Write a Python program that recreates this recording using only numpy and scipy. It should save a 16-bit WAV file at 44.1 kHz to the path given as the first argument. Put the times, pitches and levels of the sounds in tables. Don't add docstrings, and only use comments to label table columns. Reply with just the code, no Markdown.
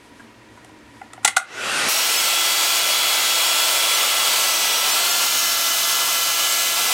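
import sys
import numpy as np
from scipy import signal
from scipy.fft import rfft, irfft
from scipy.io import wavfile
from scipy.ndimage import uniform_filter1d

SR = 44100
rng = np.random.default_rng(int(sys.argv[2]) if len(sys.argv) > 2 else 0)


def wav_record(signal):
    frames = np.transpose(np.atleast_2d(signal))
    bounded = np.clip(frames, -1, 1)
    quanta = np.round(bounded * 32767).astype(np.int16)
    wavfile.write(sys.argv[1], SR, quanta)


def linear_from_db(decibels):
    return 10 ** (np.asarray(decibels, float) / 20)


N = 305833
T = np.arange(N) / SR
AIR_ON_S = 1.39
TONE_SWITCH_S = 1.889


def level(x, db):
    return x * linear_from_db(db) / np.sqrt(np.mean(x ** 2))


def curve(table):
    s, *columns = np.transpose(table)
    return [np.interp(T, s, c) for c in columns]


def colour_db(points, hz):
    f, db = np.transpose(points)
    return np.interp(np.log(hz + 1), np.log(f), db)


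def bell(x, centre, width):
    return np.exp(-.5 * ((x - centre) / (.5 * width)) ** 2)


def walk(rate, count, size):
    k = max(int(rate), 1)
    x = rng.standard_normal((count, size))
    x = uniform_filter1d(uniform_filter1d(x, k), k)
    return x / x.std()


def shaped(gain_db, size=1024):
    hz, s, spec = signal.stft(rng.standard_normal(N), SR, nperseg=size)
    at = np.minimum((s * SR).astype(int), N - 1)
    noise = signal.istft(spec * linear_from_db(gain_db(hz[:, None], at)), SR, nperseg=size)[1][:N]
    return level(noise, 0)


def ring(x, hz, t60):
    pole = np.exp(2j * np.pi * hz / SR - np.log(1000) / (t60 * SR))
    return signal.lfilter([1], [1, -pole], x).imag


def patches(hz, at, width_hz, hold, patchy_db):
    grid = walk(hold, count=400, size=len(at))
    row = np.minimum(hz[:, 0] / width_hz, 399).astype(int)
    return patchy_db * grid[row]


# time in seconds, shaft speed in Hz under back pressure, air level in dB,
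# turn of the nozzle from 0 to 1, housing whine in dB.
HOLD = [(1.9, 337, -21, .1, -8), (2.15, 336.3, -19.5, 0.04, -10), (2.3, 337, -20, 0.02, 3.5),
        (2.62, 334.4, -19.5, 0, 0.5), (2.7, 337.3, -19.5, 0, 2), (3.52, 334.6, -19.8, 0, 0.3),
        (3.56, 337.3, -19, 0, 2), (4.24, 335.1, -20, 0.07, 2), (4.38, 334.7, -19.5, 0.13, -7),
        (4.74, 329.3, -20.5, 0.18, -3.5), (4.93, 334.8, -20, 0.26, -6), (5.08, 347.5, -21, .52, -5),
        (5.5, 339.9, -21, 1, -12), (5.7, 337, -21, 0.96, -12), (5.87, 339.7, -20.5, 1, -3.5),
        (6.1, 337.5, -21.5, .95, -9), (6.7, 338, -21, 0.92, -10), (6.93, 336.7, -20.5, 0.3, -7)]
# centre in seconds, level change in dB.
AIR_DIPS = [
    (4.585, -1),
    (5.4, -0.3),
    (6.75, -1),
]


def fan_motion():
    motor_on_s, spin_up_s, free_hz, full_hz = 1.317, .245, 352, 337
    loaded, air_db, turn, whine_db = curve(HOLD)
    turn = np.clip(turn, 0, 1)
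    after = np.clip((T - TONE_SWITCH_S) / .012 + .5, 0, 1)
    shaft = np.clip(free_hz * (1 - np.exp(-(T - motor_on_s) / spin_up_s)), 50, loaded)
    speed = np.log10(np.minimum(shaft / full_hz, 1)) * (1 - after)
    air_db = air_db + 73.5 * speed + (1 - after)
    air_db = air_db - 9 * np.exp(-np.abs(T - AIR_ON_S) / .033)
    air_db = air_db + sum(db * bell(T, s, .028) for s, db in AIR_DIPS)
    whine_db = whine_db + 48 * speed - 4 * (1 - after)
    return shaft, loaded, speed, turn, after, air_db, whine_db


# centre in seconds, length in seconds, frequency in Hz, level in dB.
GLANCES = [(1.58, 0.19, 1460, 8), (1.7, .36, 2640, 6), (1.63, .12, 2950, 3.5), (1.95, 0.18, 5650, 8),
           (2.6, 0.8, 4450, 1.5), (3.6, 0.5, 8700, 3), (3.7, 0.45, 5250, 4), (4.0, 0.29, 2087, 5),
           (4.496, .39, 6240, 5.5), (4.749, 0.32, 5730, 7.5), (5.1, 0.22, 4450, 6), (5.3, 0.4, 6816, 5.5),
           (5.42, 0.36, 5530, 5.5), (5.05, 0.25, 715, 3), (1.98, .2, 4200, 2), (5.5, .29, 4400, 3),
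           (6.1, 0.22, 5100, 2), (6.35, 0.27, 3000, 5), (6.551, .35, 7626, 5), (6.58, 0.18, 2210, 3)]


def glances(hz, at):
    return sum(db * bell(hz, f, 220) * bell(T[at], s, length) for s, length, f, db in GLANCES)


# frequency in Hz, spectral density in dB per Hz.
AIR_START = [(24, -56), (40, -31), (237, -11), (329, -7.5), (363, -7.5), (751, -5.5), (965, -9),
             (1370, -3.5), (3140, -7), (8990, -15), (13100, -27.5), (14800, -40), (16000, -73)]
AIR_SIDE = [(18, -81), (30, -60), (226, -22), (264, -24.5), (326, -23), (362, -19.5), (596, -8),
            (1210, -6.5), (1340, -5.5), (1840, -6), (1990, -3), (3280, -4), (3640, -5), (7780, -7.5),
            (15800, -15.5)]
AIR_TURNED = [(18, -84), (30, -58), (111, -30), (326, -18), (372, -19), (662, -11), (1240, -8),
              (1340, -9.5), (1840, -7.5), (1990, -8), (2390, -3.5), (2950, 4), (3190, -5.5), (6310, -5.5),
              (15800, -12.5)]
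# frequency in Hz, width in Hz, level in dB with nozzle sideways, level in dB with nozzle turned.
DUCT = [(1390, 340, 0, 4), (1885, 450, -5.5, -3.5), (2820, 540, 1.5, -4.5), (4660, 150, 2, 2),
        (5250, 340, 0.5, 1.5), (5500, 290, 0, 0), (6300, 250, -2.5, 3.5), (4940, 150, -2, -3),
        (7100, 210, -2.5, -2.5), (8010, 230, 3, 1.5), (10900, 600, -1, 0.5), (12700, 650, 2, 5),
        (14700, 2100, 3, 2.5)]


def air_rush(shaft, turn, after, air_db):
    swing = 4 * turn * (1 - turn)
    overshoot = np.exp(-np.maximum(T - TONE_SWITCH_S, 0) / .07)
    bass = .6 + 3 * swing
    middle = -1.13 - 2 * overshoot - .8 * turn
    treble = -1.9 + swing + 3.5 * overshoot

    def running(hz, at):
        db = (1 - turn[at]) * colour_db(AIR_SIDE, hz) + turn[at] * colour_db(AIR_TURNED, hz)
        db = db + sum(bell(hz, f, w) * (a + (b - a) * turn[at]) for f, w, a, b in DUCT)
        db = db + bass[at] / (1 + (hz / 900) ** 2)
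        db = db + middle[at] * bell(hz, 2480, 1450)
        db = db + treble[at] / (1 + (9000 / (hz + 1)) ** 4)
        fine = patches(hz, at, 65., hold=25., patchy_db=1.2)
        coarse = patches(hz, at, 700., hold=20., patchy_db=.35)
        return db + glances(hz, at) + fine + coarse

    def starting(hz, at):
        tilt = -.042 * np.maximum(280 - shaft[at], 0) * np.log2(1 + hz / 1500)
        ripple = patches(hz, at, 130., hold=8., patchy_db=1.7)
        return colour_db(AIR_START, hz) + tilt + glances(hz, at) + ripple

    gusts = linear_from_db(0.36 * walk(1600.0, count=1, size=N)[0])
    rush = np.sqrt(1 - after) * shaped(starting) + np.sqrt(after) * shaped(running)
    return rush * gusts * linear_from_db(air_db)


# multiple of shaft speed, level in dB with nozzle sideways,
# level in dB with nozzle turned, phase wobble in radians.
SHAFT_ORDERS = [(1, -49.5, -54, 0.36), (2, -48, -41, 0.41), (4, -35, -32.5, 0.37), (5, -45, -36.5, 0.23),
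                (6, -36.5, -34, 0.9), (7, -41, -53, 0.28), (9, -38.5, -32, 0.41), (11, -41, -37.5, 0.41),
                (12, -38, -36, 0.79), (15, -55, -51, .9), (19, -55, -37, .9), (20, -37, -56, .9)]


def fan_tones(shaft, loaded, speed, turn, after, air_db, whine_db):
    jitter = 0.00118 * walk(1540.0, count=1, size=N)[0]
    angle = 2 * np.pi * np.cumsum(shaft * (1 + jitter)) / SR
    drift = walk(56.0, count=2 * len(SHAFT_ORDERS) + 6, size=N // 32 + 1)
    drift = np.repeat(drift, 32, axis=1)[:, :N]
    tones = 0
    for k, (order, side_db, turned_db, wobble) in enumerate(SHAFT_ORDERS):
        db = side_db + (turned_db - side_db) * turn ** 0.55
        db = db + 1.4 * drift[2 * k] - 3.5 * order / 10 * (1 - after)
        tones = tones + linear_from_db(db) * np.sin(order * angle + wobble * drift[2 * k + 1])
    tones = tones * linear_from_db(1.53 * (air_db + 19)) * (0.33 + 0.68 * after)

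    housing_db = -31.5 + whine_db + 0.88 * drift[-1] + 2.0 * walk(900., count=1, size=N)[0]
    tones = tones + linear_from_db(housing_db) * np.sin(10 * angle + 0.32 * drift[-2])

    settle = np.exp(-np.maximum(T - TONE_SWITCH_S, 0) / .05)
    blade_run_db, blade_start_db = -55, -34
    blade_db = blade_run_db + (blade_start_db - blade_run_db) * settle + 98 * speed
    stator_db = -46 + 5 * bell(T, 2.1, .35) + 450 * np.log10(np.minimum(shaft / loaded, 1))
    for k, (order, db) in enumerate([(30, blade_db), (40, stator_db)]):
        phase = order * angle + .8 * drift[-4 - 2 * k]
        tones = tones + linear_from_db(db + 3.4 * drift[-3 - 2 * k]) * np.sin(phase)
    return np.sqrt(2) * tones


def dryer():
    shaft, loaded, speed, turn, after, air_db, whine_db = fan_motion()
    air = air_rush(shaft, turn, after, air_db)
    tones = fan_tones(shaft, loaded, speed, turn, after, air_db, whine_db)
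    return (air + tones) * (T > AIR_ON_S)


# start in seconds, peak in dB, ring in Hz, crack level in dB, contact time in milliseconds.
TAPS = [(.194, -35, 1660, -12, 4.9), (.571, -38, 1010, -8, 4), (.646, -40, 775, 4.5, 1.1),
        (.694, -38, 780, -11, 1), (.787, -51, 1000, 0, 1.1), (1.013, -24.5, 775, -17, 2.1),
        (1.132, -28, 1350, 3, 1.8), (1.142, -38, 800, -4, 1.4), (1.176, -31, 764, -24, 1.6),
        (1.229, -34, 1350, -3, 7.6), (1.247, -7, 860, 9, 2.8), (1.2575, -16, 2000, 6, 1.4),
        (1.2755, -12, 2150, 7.5, 1.8), (1.279, -18, 1530, 9, 3.4), (1.28, -16.5, 810, -3, 1.5),
        (1.3644, -13.5, 1440, 5.5, 2.9), (1.367, -3.5, 1470, 2, 1.9), (1.3765, -20.5, 805, 6, 1.5)]
# frequency in Hz, level in dB, decay time T60 in seconds.
SHELL = [(775, -3, .022), (1140, -5, .014), (1430, 3, .022), (2030, 2, 0.014), (2560, -6, 0.012)]
# frequency in Hz, level in dB.
CRACK = [(300, -40), (600, -32), (2000, 2.5), (3600, 1.5), (5500, -3.5), (7500, 1), (9500, -1.5),
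         (11000, -10), (16000, -31)]


def switch_contacts():
    out, t = np.zeros(N), np.arange(4096) / SR
    chance = rng.standard_normal((len(TAPS), len(t)))
    chance = chance * np.repeat(np.abs(chance[:, ::32]) ** .4, 32, axis=1)
    crisp = linear_from_db(colour_db(CRACK, np.fft.rfftfreq(len(t), 1 / SR)))
    for (s, peak_db, ring_hz, crack_db, contact_ms), noise in zip(TAPS, chance):
        tau = max(contact_ms, .3) / 1000
        envelope = t / tau * np.exp(-t / tau)
        scrape = noise * envelope
        shell = sum(linear_from_db(db) * ring(scrape, f, t60) for f, db, t60 in SHELL)
        ring_s = np.clip(.014 - 0.1 * peak_db, .005, .03)
        body = level(shell, 0.27 * crack_db) + level(ring(scrape, ring_hz, ring_s), 0)
        crack = irfft(rfft(noise) * crisp) * envelope
        hit = body / np.abs(body).max() + linear_from_db(crack_db) * crack / np.abs(crack).max()
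        i = int(s * SR)
        out[i:i + len(t)] += linear_from_db(peak_db) * hit
    out = signal.sosfilt(signal.butter(8, 640., "high", fs=SR, output="sos"), out)
    thump_hz, thump_t60_s = 470, 0.019
    thump = ring(bell(T, 1.247, .0003), thump_hz, thump_t60_s)
    thump = ring(thump, thump_hz, thump_t60_s)
    return out + linear_from_db(-30.5) * thump / thump.max()


def reverberate(x):
    t60_s, treble_t60_s = 0.26, .17
    t = np.arange(int(.5 * SR)) / SR
    tail = rng.standard_normal(len(t)) * np.exp(-np.log(1000) * t / t60_s) * np.minimum(t / 0.011, 1)
    dull = signal.sosfilt(signal.butter(2, 3500., fs=SR, output="sos"), tail)
    extra_decay = np.exp(-np.log(1000) * t * (1 / treble_t60_s - 1 / t60_s))
    tail = dull + 1.03 * (tail - dull) * extra_decay
    return x + linear_from_db(-12) * signal.fftconvolve(x, tail / np.sqrt(np.sum(tail ** 2)))[:N]


def switch():
    return reverberate(switch_contacts())


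# centre in seconds, length in seconds, level in dB.
RUSTLE = [
    (.05, .07, -63),
    (.2, .09, -63),
    (.565, .06, -65),
    (.665, .055, -64),
    (.98, .14, -64),
    (1.254, 0.02, -49),
]


def rustle():
    def friction(hz, at):
        bass_loss = 20 * np.log10(1 + 1500 / (hz + 1))
        return 5.4 * bell(hz, 8000, 9000) - bass_loss - 6 * (hz / 11500) ** 6 + 0 * at

    strokes = linear_from_db(-78) + sum(linear_from_db(db) * bell(T, s, length) for s, length, db in RUSTLE)
    return shaped(friction) * strokes * (T < 1.4)


# frequency in Hz, spectral density in dB per Hz.
ROOM = [(20, -34), (60, -14.5), (150, -17.5), (190, -16.5), (260, -11.5), (400, -14), (800, -20),
        (1500, -20.5), (2400, -22), (2800, -24.5), (9500, -38.5), (12500, -45), (15500, -55)]
# frequency in Hz, width in Hz, level in dB over the rush.
HUM = [(111, 13.3, 15), (228, 13, 10.5), (303, 45, 6.5), (969, 76, 10.5), (1760, 60, 5), (1890, 60, 9),
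       (2300, 150, 2)]


def room_tone():
    def hum(hz, at):
        lift = sum(db * bell(hz, f, w) for f, w, db in HUM)
        return colour_db(ROOM, hz) + lift + patches(hz, at, 90., hold=2., patchy_db=.5)

    duck_db = -12 * bell(T, 1.44, .17)
    return shaped(hum, size=8192) * linear_from_db(-48 + duck_db - 8.5 * (T > TONE_SWITCH_S))


def scene():
    mono = dryer() + switch() + rustle() + room_tone()
    return np.array([mono, mono])


def top_cut(x):
    return signal.sosfilt(signal.butter(12, 16190, fs=SR, output="sos"), x)


def record(dry):
    mid = np.tanh(0.86 * dry[0]) / 0.74
    side, size, offset = np.zeros(N), 2048, 146
    start_s, count, low_edge_hz, high_edge_hz = 2.0, 48, 4200, 14500
    hz = np.fft.rfftfreq(size, 1 / SR)
    fade = signal.windows.kaiser_bessel_derived(size, 4 * np.pi)
    for k, (when, where, wide) in enumerate(rng.random((count, 3))):
        s = start_s + (N / SR - .06 - start_s) * (k + when) / count
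        low_hz = low_edge_hz + (high_edge_hz - low_edge_hz) * where
        high_hz = low_hz + 800 + 800 * wide ** 2
        i = round((s * SR - offset) / 1024) * 1024 + offset - size // 2
        band = irfft(rfft(mid[i:i + size]) * (hz > low_hz) * (hz < high_hz))
        side[i:i + size] += linear_from_db(-.5) * fade * np.roll(band, size // 2)[::-1]
        mid[i:i + size] -= 0.42 * fade * band
    top = signal.ellip(10, .1, 80, 15780, fs=SR, output="sos")
    mix = signal.sosfilt(top, np.array([mid + side, mid - side]))
    return top_cut(mix)


dry = scene()
out = record(dry)
wav_record(out)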